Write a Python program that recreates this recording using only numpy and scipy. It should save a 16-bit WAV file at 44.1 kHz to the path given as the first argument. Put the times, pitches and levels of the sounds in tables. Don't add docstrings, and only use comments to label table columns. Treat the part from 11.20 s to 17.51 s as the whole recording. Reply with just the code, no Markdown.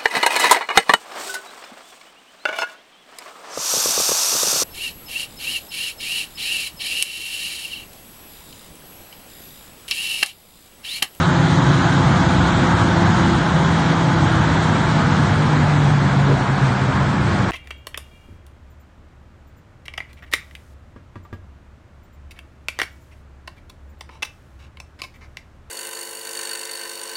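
import sys
import numpy as np
from scipy import signal
from scipy.fft import next_fast_len
from scipy.io import wavfile
from scipy.ndimage import uniform_filter1d

SR = 44100
rng = np.random.default_rng(int(sys.argv[2]) if len(sys.argv) > 2 else 0)


def field_ratio(decibels):
    return 10 ** (np.asarray(decibels, dtype=float) / 20)


def store_wav(level_fs):
    pcm = np.round(np.clip(np.atleast_2d(level_fs), -1, 1) * 32767)
    wavfile.write(sys.argv[1], SR, pcm.T.astype(np.int16))


N = 278260
TIME = np.arange(N) / SR
# (time [s], level [dB])
AWAY = [(0, -0.5), (1.5, 0), (2.2, -1), (2.9, -1.5), (3.7, -1), (5.3, -3.5), (6.31, -3.5)]


def evened(x):
    return x / np.sqrt(np.mean(x ** 2) + 1e-20)


def read(points, hz):
    f, db = np.transpose(points)
    return np.interp(np.log(hz + 1), np.log(f + 1), db, left=-120, right=-120)


def columns(table):
    s, *rest = np.transpose(table)
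    return [np.interp(TIME, s, c) for c in rest]


def bump(s, half_s):
    return np.exp(-((TIME - s) / half_s) ** 2)


def wander(rate_hz):
    hz = np.geomspace(.05, 1, 24) * rate_hz
    t = TIME[::256]
    waves = np.sin(2 * np.pi * (hz * t[:, None] + rng.random(24)))
    slow = (waves / np.sqrt(hz)).sum(1)
    return np.interp(TIME, t, evened(slow))


def turbulence(near, turned, size, patchy_db):
    frames, hz = 4 * N // size + 5, np.fft.rfftfreq(size, 1 / SR)
    a, b, patches = rng.standard_normal((frames, len(hz), 3)).T
    patches = uniform_filter1d(patches, size=10, axis=0)
    patches = evened(uniform_filter1d(patches, size=12, axis=1))
    share = np.linspace(0, 1, frames)
    colour = field_ratio(read(near, hz)[:, None] * (1 - share) + read(turned, hz)[:, None] * share)
    colour = colour / np.linalg.norm(colour, axis=0)
    z = (a + 1j * b) * colour * field_ratio(patchy_db * patches)
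    return evened(signal.istft(z, nperseg=size, noverlap=3 * size // 4)[1][:N])


def tone(turns, db, flutter_db):
    level = np.sqrt(2) * field_ratio(db + flutter_db * wander(rate_hz=14))
    return level * np.sin(2 * np.pi * (turns + rng.random()))


def fan():
    # (time [s], blade rate [Hz], level [dB])
    run_down = [(.1, 172.5, -18.5), (.45, 171.5, -22.5), (1.5, 170.6, -22), (2.25, 165.9, -20.5),
                (2.85, 164, -20.5), (3.75, 157.1, -21), (4.35, 150, -19), (4.65, 145.8, -15.5),
                (4.85, 142.6, -22), (5.25, 136, -20), (5.55, 131.9, -20.5), (5.85, 127.2, -29),
                (6.15, 123.3, -41)]
    # (frequency [Hz], level [dB])
    shroud = [(240, -46), (285, -34.5), (300, -35), (313, -39.5), (322, -32), (336, -30), (342, -32),
              (350, -32)]
    # (harmonic number, level against the third [dB])
    top_harmonics = [(4, -9), (5, -11)]
    hz, db = columns(run_down)
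    turns = np.cumsum(hz * (1 + .001 * wander(rate_hz=6))) / SR
    third_db = -37.5 - 0.16 * (hz[0] - hz)
    first = tone(turns, db, flutter_db=.9)
    second = tone(2 * turns, read(shroud, 2 * hz), flutter_db=2.5)
    upper = [(3, 0.014), *top_harmonics]
    return first + second + sum(tone(k * turns, third_db + up, flutter_db=2.0) for k, up in upper)


def diesel():
    # (time [s], twice the firing rate [Hz])
    speed = [(0, 184.6), (.45, 184.8), (1.05, 190), (1.8, 193.4), (2.25, 192.2), (2.8, 194.3),
             (3.45, 191.8), (3.75, 194), (4.35, 195.2), (4.65, 193.1), (4.95, 188.6), (5.25, 188.3),
             (5.55, 191.2), (5.9, 193), (6.31, 193.5)]
    multiples = [1, .5, .75, 1.25]
    resting_db = [-30, -39.5, -37.5, -45.5]
    # (multiple, level [dB])
    weak_orders = [(1.5, -37.5), (.25, -53.5), (1.75, -42.5), (2, -42.5), (7 / 12, -43), (2 / 3, -32.5)]
    # (time [s], order index, rise [dB], half-length [s])
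    swells = [(1, 0, 6, .3), (1.989, 0, 6.5, .2), (3.937, 0, 4, .3), (4.4, 0, -24.5, .2), (4.85, 0, 5, .25),
              (5.94, 0, 2.5, 0.64), (0, 1, 14, .3), (3.148, 1, 9.5, 0.36), (4.089, 1, 12.5, .15),
              (0.91, 2, 16.5, .25), (2.387, 2, 12, 0.42), (3.3, 2, 12, 0.34), (5.06, 2, 14, 0.36),
              (5.81, 2, 14.5, .15), (3.797, 3, 12, 0.22), (4.353, 3, 19, .35), (5.5, 3, 13.5, .15)]
    turns = np.cumsum(columns(speed)[0] * (1 + 0.0026 * wander(rate_hz=8))) / SR
    strong = np.zeros(N)
    for i, (k, db) in enumerate(zip(multiples, resting_db)):
        swell_db = sum(up * bump(s, half_s) for s, which, up, half_s in swells if round(which) == i)
        strong += tone(k * turns, db + swell_db, flutter_db=0.2)
    weak = sum(tone(round(12 * k) / 12 * turns, db, flutter_db=2.5) for k, db in weak_orders)
    return strong + weak, turns


def rumble():
    # (frequency [Hz], density [dB per Hz])
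    deep_near = [(15, -43.5), (35, -31), (60, -10.5), (80, -6), (92, -2), (118, -3.5), (140, -1.5),
                 (152, -3.5), (165, -11.5), (200, -13.5), (230, -21.5), (300, -63.5)]
    deep_turned = [(15, -40), (35, -27.5), (60, -13.5), (80, -6.5), (92, -3.5), (118, -3.5), (140, -2),
                   (152, -3.5), (165, -9), (200, -12), (230, -16), (300, -60)]
    upper_near = [(150, -42.5), (195, -4), (220, -4), (240, -1), (285, 1), (315, -9.5), (345, -8),
                  (372, -4.5), (395, -16), (450, -22), (600, -60.5)]
    upper_turned = [(150, -43.5), (195, -0.5), (220, -1.5), (240, -0.5), (285, -4), (315, -11), (345, -5),
                    (372, -8), (395, -20.5), (450, -23.5), (600, -60)]
    away_db = columns(AWAY)[0]
    deep = turbulence(deep_near, deep_turned, size=8192, patchy_db=1.88)
    upper = turbulence(upper_near, upper_turned, size=4096, patchy_db=-0.2)
    return field_ratio(-19.5 + .2 * away_db) * deep + field_ratio(-22.5 + 1.4 * away_db) * upper


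def rush(turns):
    # (frequency [Hz], density [dB per Hz])
    roar_near = [(220, -27.5), (380, -4.5), (399, -17.5), (444, -11), (506, -4), (568, -8), (692, 0.5),
                 (757, -5.5), (835, 3.5), (1080, -2.5), (1510, -2.5), (2060, -12.5), (2390, -23.5),
                 (2700, -23), (3510, -49), (5940, -120)]
    roar_turned = [(220, -31), (380, -11.5), (444, -2.5), (515, -4.5), (587, -4), (637, -6.5), (692, -0.5),
                   (782, -5.5), (849, -1), (1010, -3), (1170, -4.5), (1570, -5), (1790, -9), (2700, -21.5),
                   (3510, -44.5), (5940, -120)]
    hiss_near = [(1290, -30), (2200, 0), (2480, -6.5), (2890, -3.5), (3210, 1.5), (3480, 0), (3830, 0.5),
                 (4310, -6), (5020, -11), (5420, -11.5), (6780, -9), (8140, -18), (9000, -17),
                 (11700, -45.5), (19800, -120)]
    hiss_turned = [(1290, -31.5), (2200, -0.5), (2360, -2.5), (2660, -9), (2900, -3), (3150, -4.5),
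                   (3360, -1.5), (3630, -7), (3760, -4.5), (5390, -12.5), (8390, -17), (9000, -24),
                   (11700, -55.5), (19800, -120)]
    # (time [s], rise [dB], half-length [s])
    bites = [
        (0, 1.5, 0.012),
        (0.496, 0.5, 0.047),
        (1.082, 0, 0.04),
        (1.5, -0.3, 0.12),
        (1.955, 0.4, 0.11),
        (5.46, 1.4, .06),
    ]
    away_db = columns(AWAY)[0]
    bite_db = sum(db * bump(s, half_s) for s, db, half_s in bites)
    roar = turbulence(roar_near, roar_turned, size=1024, patchy_db=0.87)
    hiss = turbulence(hiss_near, hiss_turned, size=512, patchy_db=1.03)
    surge_db = .4 * wander(rate_hz=30) + .2 * np.cos(np.pi * turns)
    hiss_db = -31.5 + 1.46 * away_db + bite_db + surge_db
    return field_ratio(-20.5 + away_db + bite_db) * roar + field_ratio(hiss_db) * hiss


def wind():
    calm_db, gust_db, gust_s, rise_s = -52, 15, 5.9, .3
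    low = signal.butter(4, [30, 44], "bandpass", fs=SR, output="sos")
    level_db = calm_db + gust_db / (1 + np.exp((gust_s - TIME) / rise_s))
    return field_ratio(level_db) * evened(signal.sosfilt(low, rng.standard_normal(N)))


def ice_scrapes():
    # (time [s], level [dB], start [Hz], end [Hz], length [s])
    lumps = [
        (5.05, -22.5, 370, 560, .13),
        (5.19, -32, 560, 620, .04),
        (3.4, -45, 7000, 8200, .08),
    ]
    out = np.zeros(N)
    for s, db, start_hz, end_hz, length_s in lumps:
        noise = rng.standard_normal(8000)[:round(length_s * SR)]
        glide_hz = np.geomspace(start_hz, end_hz, len(noise))
        turn = np.exp(2j * np.pi * np.cumsum(glide_hz) / SR)
        lowpass = signal.butter(2, 0.17 * end_hz, fs=SR, output="sos")
        smooth = signal.sosfilt(lowpass, noise / turn)
        puff = signal.windows.tukey(len(noise), 1) * evened((smooth * turn).real)
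        out[round(s * SR):][:len(noise)] += field_ratio(db) * puff
    return out


def scene():
    orders, turns = diesel()
    return (fan() + orders + rumble() + rush(turns) + wind() + ice_scrapes())[None]


def coarse_rounding(x, jitter_db):
    # (frequency [Hz], rounding step against the local level [dB])
    step_db = [(20, -24), (60, -18), (300, -9), (700, -1.5), (1200, 2), (1700, 4), (2500, 6), (3300, 4.5),
               (4200, 6), (5300, 7.5), (6800, 7.5), (8000, 9.5), (8800, 11.5), (9400, 14)]
    hop, first, bins, band = 1024, 132, 432, 16
    n, k = np.arange(2 * hop)[:, None] + .5, np.arange(bins) + .5
    basis = np.cos(np.pi / hop * (n + hop / 2) * k) * np.sin(np.pi * n / (2 * hop))
    padded = np.pad(x, (hop - first, 2 * hop))
    z = np.lib.stride_tricks.sliding_window_view(padded, 2 * hop)[::hop] @ basis
    power = uniform_filter1d((z ** 2).reshape(len(z), -1, band).mean(2), size=9, axis=0)
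    jitter = rng.standard_normal(power.shape) + rng.standard_normal((len(z), 1))
    jitter = evened(jitter + np.roll(jitter, 1, axis=0))
    local = np.repeat(np.sqrt(power) * field_ratio(jitter_db * jitter), band, axis=1)
    step = local * field_ratio(read(step_db, k * SR / (2 * hop)))
    whole = np.floor(abs(z / step) ** .75 + .4054)
    frames = (np.sign(z) * whole ** (4 / 3) * step) @ basis.T * 2 / hop
    late = (frames[1:, :hop] + frames[:-1, hop:]).ravel()
    return np.concatenate([x[:first], late])[:N]


def band_limit(x):
    return signal.sosfilt(signal.butter(12, 9480, fs=SR, output="sos"), x)


def record(dry):
    ceiling = 1.1
    soft = ceiling * np.tanh(dry[0] / ceiling)
    rounded = coarse_rounding(soft, jitter_db=1.1)
    analytic = signal.hilbert(rounded, next_fast_len(N))[:N]
    turned = (analytic * np.exp(.08j)).real
    return band_limit(turned[None])


dry = scene()
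out = record(dry)
store_wav(out)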